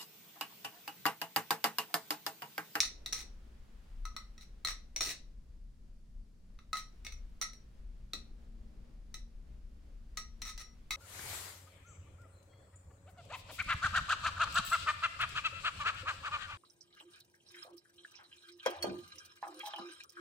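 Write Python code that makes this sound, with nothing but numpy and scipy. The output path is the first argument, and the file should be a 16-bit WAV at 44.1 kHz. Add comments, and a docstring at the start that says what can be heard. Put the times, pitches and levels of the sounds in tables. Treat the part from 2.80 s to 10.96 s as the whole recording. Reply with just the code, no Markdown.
"""A hard metal clack comes at once, over rustling sleeves and the low rumble and hum of a house.
A butterfly knife is flipped by hand in a small, quiet bedroom, close to a camera.
Its handles clack on each other and on the blade: a dry noise click plus decaying sine modes.
Loose handles chatter in bursts of small contacts, and soft pats in the hand are filtered noise.
Rustle, rumble, hum and hiss are shaped noise; random echoes give the knife its room."""
import sys
import numpy as np
from scipy import signal
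from scipy.fft import rfft, irfft, next_fast_len
from scipy.io import wavfile
from scipy.ndimage import map_coordinates

SR = 44100
rng = np.random.default_rng(int(sys.argv[2]) if len(sys.argv) > 2 else 0)


def master(y):
    """Save y as 16-bit WAV."""
    cut = np.clip(np.atleast_2d(y).T, -1, 1)
    pcm = np.round(cut * 32767)  # scale
    wavfile.write(sys.argv[1], SR, pcm.astype(np.int16))


N = 359856

# A handle hits its mate: start_s [s], level_db [dB], grip of the hand [0-1], spot along the handle
# [about -1 to 1, 0 is the middle], ring_share [ring time as a share of the free ring]
HANDLE_HITS = [(.004, -25.5, 0.73, 0.041, 0.079), (.031, -38, 0.55, -.45, 0.21), (.052, -42, 0.63, 0, 0.25),
               (0.2605, -39.5, 0.8, -.6, .35), (0.3252, -43, 0.7, 0.8, 1.1), (0.3307, -37, 0.8, .3, 0.27),
               (1.253, -51.5, 0.02, 0.33, 0.56), (1.3644, -44.5, 0.13, -0.2, 0.29),
               (1.579, -59.5, 0.32, -.1, 0.3), (1.609, -59, 0.74, -1.4, 0.52),
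               (1.8484, -34, 0.51, -1.2, 0.4), (1.872, -37.5, 0.5, -0.62, 0.3),
               (1.8858, -41, 0.37, 0.099, 0.046), (2.2073, -34.5, 0.5, 0.32, 0.53),
               (2.219, -39, 1, .8, 0.2), (3.9299, -41.5, 0.1, -0.59, 0.81), (3.954, -51, 0, -0.11, 1.3),
               (3.9697, -44.5, 0.6, -0.22, 0.98), (4.6136, -40.5, 0.23, 0.93, 0.52),
               (4.7328, -60.5, .7, 0.26, .8), (5.334, -40.5, 0.61, -.9, 0.46), (6.342, -46, 0.71, 0, 0.35),
               (7.372, -41.5, 0.4, 0.032, 1.04), (7.618, -44, .45, 0.012, 1.15),
               (7.777, -52.5, 0.45, .2, 2.6)]
# A handle hits the blade: start_s [s], level_db [dB], grip [0-1], spot [-1 to 1], ring_share [share]
BLADE_HITS = [(2.162, -38.5, 0.82, .5, 0.23), (3.7892, -65.5, 0, -.6, 0.17),
              (4.2481, -52.5, 0.44, 0.085, 1.3), (4.2664, -45.5, 0.8, -0.35, 0.14),
              (4.322, -54.5, 0.45, 0.16, 0.51), (8.107, -37, 0.4, -0.65, 1.1)]


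def amp(db):
    """Turn decibels into a gain."""
    return np.exp(np.asarray(db) * (np.log(10) / 20))


def unit(x):
    """Scale a sound to an rms of 1."""
    return x / np.sqrt(np.mean(x ** 2) + 1e-20)


def along(points, hz):
    """Read a curve of (Hz, value) points on a log frequency axis."""
    f, v = np.transpose(points)
    return np.interp(np.log(hz + 1), np.log(f + 1), v)


def curve(rows):
    """Join (s, value) rows by straight lines, one value per sample."""
    return np.interp(np.arange(N) / SR, *np.transpose(rows))


def wobble(rate):
    """A smooth random curve with rate knots a second."""
    knots = rng.standard_normal(int(N * rate / SR) + 4)
    return map_coordinates(knots, [np.arange(N) * rate / SR])


def filtered(x, response):
    """Multiply the spectrum of x by a response of frequency."""
    n = x.shape[-1]
    m = next_fast_len(n + 2048)  # padded so that the end does not wrap onto the start
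    return irfft(rfft(x, m) * response(np.fft.rfftfreq(m, 1 / SR)), m)[..., :n]


def noise(gain):
    """Diffuse stereo noise of rms 1: left and right are nearly the same in the bass."""
    # pitch_hz [Hz], likeness of left and right [0-1]
    likeness = [(40, 1), (120, 0.92), (250, 0.81), (600, 0.095), (3000, 0.22)]

    def mid_and_side(hz):
        turn = np.arccos(np.clip(along(likeness, hz), -1, 1)) / 2
        return gain(hz) * np.array([np.cos(turn), np.sin(turn)])

    mid, side = filtered(rng.standard_normal((2, N)), mid_and_side)
    return unit(np.array([mid + side, mid - side]))


def add(track, s, sound):
    """Mix a sound into the track at time s."""
    i = max(round(s * SR), 0)
    part = sound[..., :max(N - i, 0)]
    track[..., i:i + part.shape[-1]] += part


def house(air_db=-56, hum_db=-1, lumpy_db=3.0):
    """Room air, uneven rumble, a hum in the room's low resonances and a faint hiss, all from noise."""
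    # background air: pitch_hz [Hz], level_db [dB per Hz]
    air_colour = [(15, -0.5), (45, 0), (85, -13), (250, -25), (400, -34.5), (1000, -50), (3200, -51.5),
                  (4700, -45), (11000, -54), (16000, -65.5)]
    # rumble and hum bands: centre_hz [Hz], width_hz [Hz], level_db [dB, before lumps or swell]
    hum_bands = [(32.3, 7.2, -52.5), (59.5, 5.3, -62.5), (122.5, 10, -74.5), (190, 20, -74),
                 (228, 7.6, -73)]
    # faint hiss: time_s [s], level_db [dB]
    hiss_level = [(0, -76), (1.1, -71), (2.9, -84.5), (3.7, -85.5), (4.2, -73.5), (6, -83.5), (8.15, -73.5)]
    swell_s, swell_width_s, swell_db = 5.9, 0.88, 5.5  # the upper hum swells once
    out = amp(air_db) * noise(lambda hz: amp(along(air_colour, hz)))
    bump = np.exp(-((np.arange(N) / SR - swell_s) / swell_width_s) ** 2)
    swell = amp(hum_db + swell_db * bump)
    lumps = amp(lumpy_db * wobble(4.4)) * amp([[1.5], [-1.5]])  # louder on the left
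    for centre, width, db in hum_bands:
        band = noise(lambda hz: 1 / (1 + ((hz - centre) / width) ** 2))
        out += amp(db) * band * (lumps if centre < 100 else swell)
    hiss_colour = [(1300, 3), (3000, -1.5), (8000, -12), (15000, -18.0)]  # (Hz, dB)
    hiss = noise(lambda hz: amp(along(hiss_colour, hz)))
    return out + amp(curve(hiss_level)) * hiss


def sleeves(rustle_db=-2):
    """Cloth rubs softly as the arms move: noise with a slowly changing, wobbling level."""
    # time_s [s], level_db [dB, before rustle_db and the wobble]
    rustle_level = [(0.0, -66), (0.32, -64), (1.29, -73), (2.13, -69.5), (2.54, -71.5), (2.86, -76),
                    (6.18, -67.5), (6.57, -70), (8.16, -71.5)]
    # pitch_hz [Hz], level_db [dB per Hz]
    cloth_colour = [(80, -13.5), (250, 1.5), (550, -2.5), (900, -12), (2000, -16), (5000, -23.5),
                    (15000, -39)]
    level_db = curve(rustle_level) + rustle_db + 1.8 * wobble(11)
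    return amp(level_db) * noise(lambda hz: amp(along(cloth_colour, hz)))


def strike(click_db, bend_db, ring, blade, detune=.004, snap_db=5, snap_t60=0.029, click_t60=0.018,
           click_gain_db=15, ring_db=-1.57, spread=0.83, press=0.00086):
    """One contact: a dry click, then bending modes that lose much energy while the parts still touch."""
    # centres of the four bending ranges: pitch_hz [Hz]
    bend_hz = [1270, 2000, 4000, 5800]
    # ringing modes of the handles: pitch_hz [Hz], level_db [dB], t60_s [s to fall 60 dB, free ring]
    handle_modes = [(1266, -10.5, .08), (1273, 0.5, 0.19), (1915, -5, .15), (2016.4, -4.5, .2),
                    (2560, -14, 0.15), (3816, -5, .04), (4047, -4, 0.056), (4290, -8, 0.031),
                    (5600, -4.5, 0.23), (5800, -6, 0.034), (6080, -12, 0.043), (6190, -11.5, 0.025),
                    (6720, -18, 0.053), (9047, -15.5, .06), (10840, -22, 0.086)]
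    # ringing modes of the blade: pitch_hz [Hz], level_db [dB], t60_s [s, free ring]
    blade_modes = [(1263.7, 1.5, .14), (2133, -2.5, .14), (2180, -6, 0.073), (2550, -6, 0.057),
                   (3580, -8.5, .16), (3890, -3.5, 0.095), (4360, -9.5, 0.025), (5640, -2, .1),
                   (6000, -3, .05), (9500, -17, .06)]
    # colour of the dry click: pitch_hz [Hz], level_db [dB]
    click_colour = [(150, -12.5), (760, -5.5), (1120, -7.5), (1550, -4), (2400, 3), (3100, -3.5), (4300, 2),
                    (5200, -2.5), (6400, -1.5), (9400, -4), (11700, -16.5), (14500, -7.5), (16000, -11)]
    t = np.arange(SR // 6) / SR
    blade, ring = np.clip(blade, 0, 1), max(ring, .05)
    hz, db, t60 = np.transpose(handle_modes + blade_modes)
    share = np.sqrt([1 - blade] * len(handle_modes) + [blade] * len(blade_modes))
    mode_db = db + np.interp(np.log(hz), np.log(bend_hz), bend_db) + rng.normal(0, 1, len(hz))
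    size = share * amp(mode_db)
    hz = hz * (1 + rng.normal(0, detune, len(hz)))  # grip and opening angle shift each mode
    rise = 1 - np.exp(-t / press)  # the contact takes a moment to close

    long_ring = amp(-60 * t / (t60[:, None] * ring))
    snap = amp(snap_db - 60 * t / (snap_t60 * ring))  # quick loss while the parts touch
    fade = rise * (long_ring + snap)
    # level each mode by its first hundredth of a second
    fade *= size[:, None] / np.sqrt(np.mean(fade[:, :SR // 100] ** 2, axis=1, keepdims=True))
    apart = spread * hz / bend_hz[-1]  # short waves reach the two ports further out of step
    phase = rng.uniform(0, 2 * np.pi, len(hz)) + apart * rng.standard_normal((2, len(hz)))
    angle = np.float32(2 * np.pi * hz[:, None] * t)
    modes = np.cos(phase) @ (fade * np.sin(angle)) + np.sin(phase) @ (fade * np.cos(angle))

    grit = rng.standard_normal(len(t)) + rng.standard_normal((2, len(t)))  # shared part + own part
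    click = unit(filtered(grit, lambda f: amp(along(click_colour, f))))
    click *= amp(click_db + click_gain_db - 60 * t / click_t60)
    return amp(ring_db) * modes + rise * click


def bedroom(sound, wet_db=-1.5, build=0.0013, early_db=2, early_t60=0.16, apart_hz=2600, soak_db=-2.0):
    """Add a quick answer from desk and walls and a short tail, new for each position of the knife."""
    # pitch_hz [Hz], t60_s [s to fall 60 dB]
    wall_fade = [(200, 0.81), (800, 0.31), (2000, .29), (5500, 0.33), (15000, 0.088)]
    hz, t, (mid, side) = signal.stft(rng.standard_normal((2, SR // 3)), SR, nperseg=256)
    # close ports hear the low echoes alike
    turn = np.pi / 4 * np.minimum(hz[:, None] / apart_hz + 0.15, 1)
    left = mid * np.cos(turn) + side * np.sin(turn)
    right = mid * np.cos(turn) - side * np.sin(turn)
    fade = amp(-60 * t / along(wall_fade, hz)[:, None]) + amp(early_db - 60 * t / early_t60)
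    fade *= amp(soak_db * np.exp(-hz[:, None] / apart_hz))  # bed and carpet soak up part of the lower ring
    tail = signal.istft(np.array([left, right]) * fade, SR, nperseg=256)[1]
    tail *= 1 - np.exp(-np.arange(tail.shape[1]) / SR / build)
    tail *= amp(wet_db) / np.linalg.norm(tail[0])
    tail[:, 0] += 1  # the direct path
    return signal.fftconvolve(sound, tail, axes=1)


def clack(db, grip, spot, ring, blade):
    """One blow: the hand's grip and the spot that is struck decide which bending ranges ring."""
    # Each table lists level_db [dB] for the four bending ranges, low to high.
    # a loose handle struck at its middle
    free_db = [8, 3.5, 2.6, 3.5]
    # change under a full grip: fingers muffle the slow bending
    grip_db = [-31, -10.5, -0.8, -0.03]
    # change towards one end: neighbouring ranges trade strength
    spot_db = [-1, -2.5, -4, 9]
    # change towards either end, where the second range has its nodes
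    end_db = [0.86, -6, 0.2, -0.5]
    # change when the blade takes the blow
    blade_db = [-3, 3.5, -0.5, -1.5]
    weights = np.array([1, grip, spot, spot ** 2, blade])
    bend_db = db + weights @ np.array([free_db, grip_db, spot_db, end_db, blade_db])
    # what damps the ring smothers the click too: 2 dB for each halving of the ring time
    click_db = db - 5 + 1.5 * spot + 2 * np.log2(max(ring, .05))
    return strike(click_db, bend_db, ring, blade)


def clacks():
    """Each swing ends with a handle hitting its mate or the blade."""
    out = np.zeros((2, N))
    # the second number is the share of the ring that is the blade's
    for rows, blade in (HANDLE_HITS, 0.058), (BLADE_HITS, .88):
        for s, db, grip, spot, ring in rows:
            add(out, s, bedroom(clack(db, grip, spot, ring, blade)))
    return out


def grip_at(s):
    """The hand keeps the grip that it had at the latest clack."""
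    return max((when, grip) for when, _, grip, _, _ in HANDLE_HITS + BLADE_HITS if when <= s)[1]


def chatter(rate=240, bend_db=(-1, 1, 4, 5), click_db=-6.0, ring=0.67, blade=.2, detune=.007):
    """After a clack the loose handles bounce on their pivots in quick, uneven little contacts."""
    # start_s [s], length_s [s], level_db [dB]
    bursts = [(0.337, .08, -53.5), (1.61, .023, -66), (1.883, .028, -51), (2.227, .09, -45),
              (3.976, .02, -54.5), (4.619, .009, -44.5), (7.65, .055, -54), (7.792, .028, -57.5),
              (8.104, 0.034, -50.5)]
    out = np.zeros((2, N))
    for s, length, db in bursts:
        low_db = 4.5 - 22 * grip_at(s)  # low ring when loose, and its loss under a full grip
        burst = np.zeros((2, SR // 3))
        count = max(round(length * rate), 1)
        # the hand damps the slowest bending most
        colour = np.array(bend_db) + low_db * np.array([1, 0.56, 0.39, 0.37])
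        # one contact at a random moment in each equal slot
        times = (np.arange(count) + rng.random(count)) / count * min(length, .1)
        for when in times:
            contact = strike(db + click_db, db + colour, ring * amp(low_db / 2), blade, detune)
            add(burst, when, contact)
        add(out, s, bedroom(burst))
    return out


def pats(rise=0.0041):
    """The knife lands softly in palm and fingers: metal on skin gives a dull puff with no ring."""
    # start_s [s], level_db [dB]
    landings = [(1.85, -60.5), (2.163, -52), (2.21, -52), (2.27, -53), (4.132, -68.5), (5.335, -53.5)]
    # pitch_hz [Hz], level_db [dB]
    palm_colour = [(80, -12), (220, -2), (430, 1), (700, -7), (1500, -23.5), (6000, -37.5)]
    out, t = np.zeros((2, N)), np.arange(SR // 10) / SR
    shape = t / rise * np.exp(1 - t / rise)  # peaks after rise seconds, then dies away
    for s, db in landings:
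        puff = unit(filtered(rng.standard_normal(len(t)), lambda hz: amp(along(palm_colour, hz))))
        add(out, s, bedroom(np.tile(amp(db) * puff * shape, (2, 1))))
    return out


def scene():
    """The knife and the arms are a little left of centre, over the sound of the house."""
    knife_and_arms = clacks() + chatter() + pats() + sleeves()
    return knife_and_arms * amp([[.4], [-.4]]) + house()


def record(dry):
    """The camera keeps nothing above its band limit of 16200 Hz."""
    return filtered(dry, lambda hz: hz < 16200)


dry = scene()
out = record(dry)
master(out)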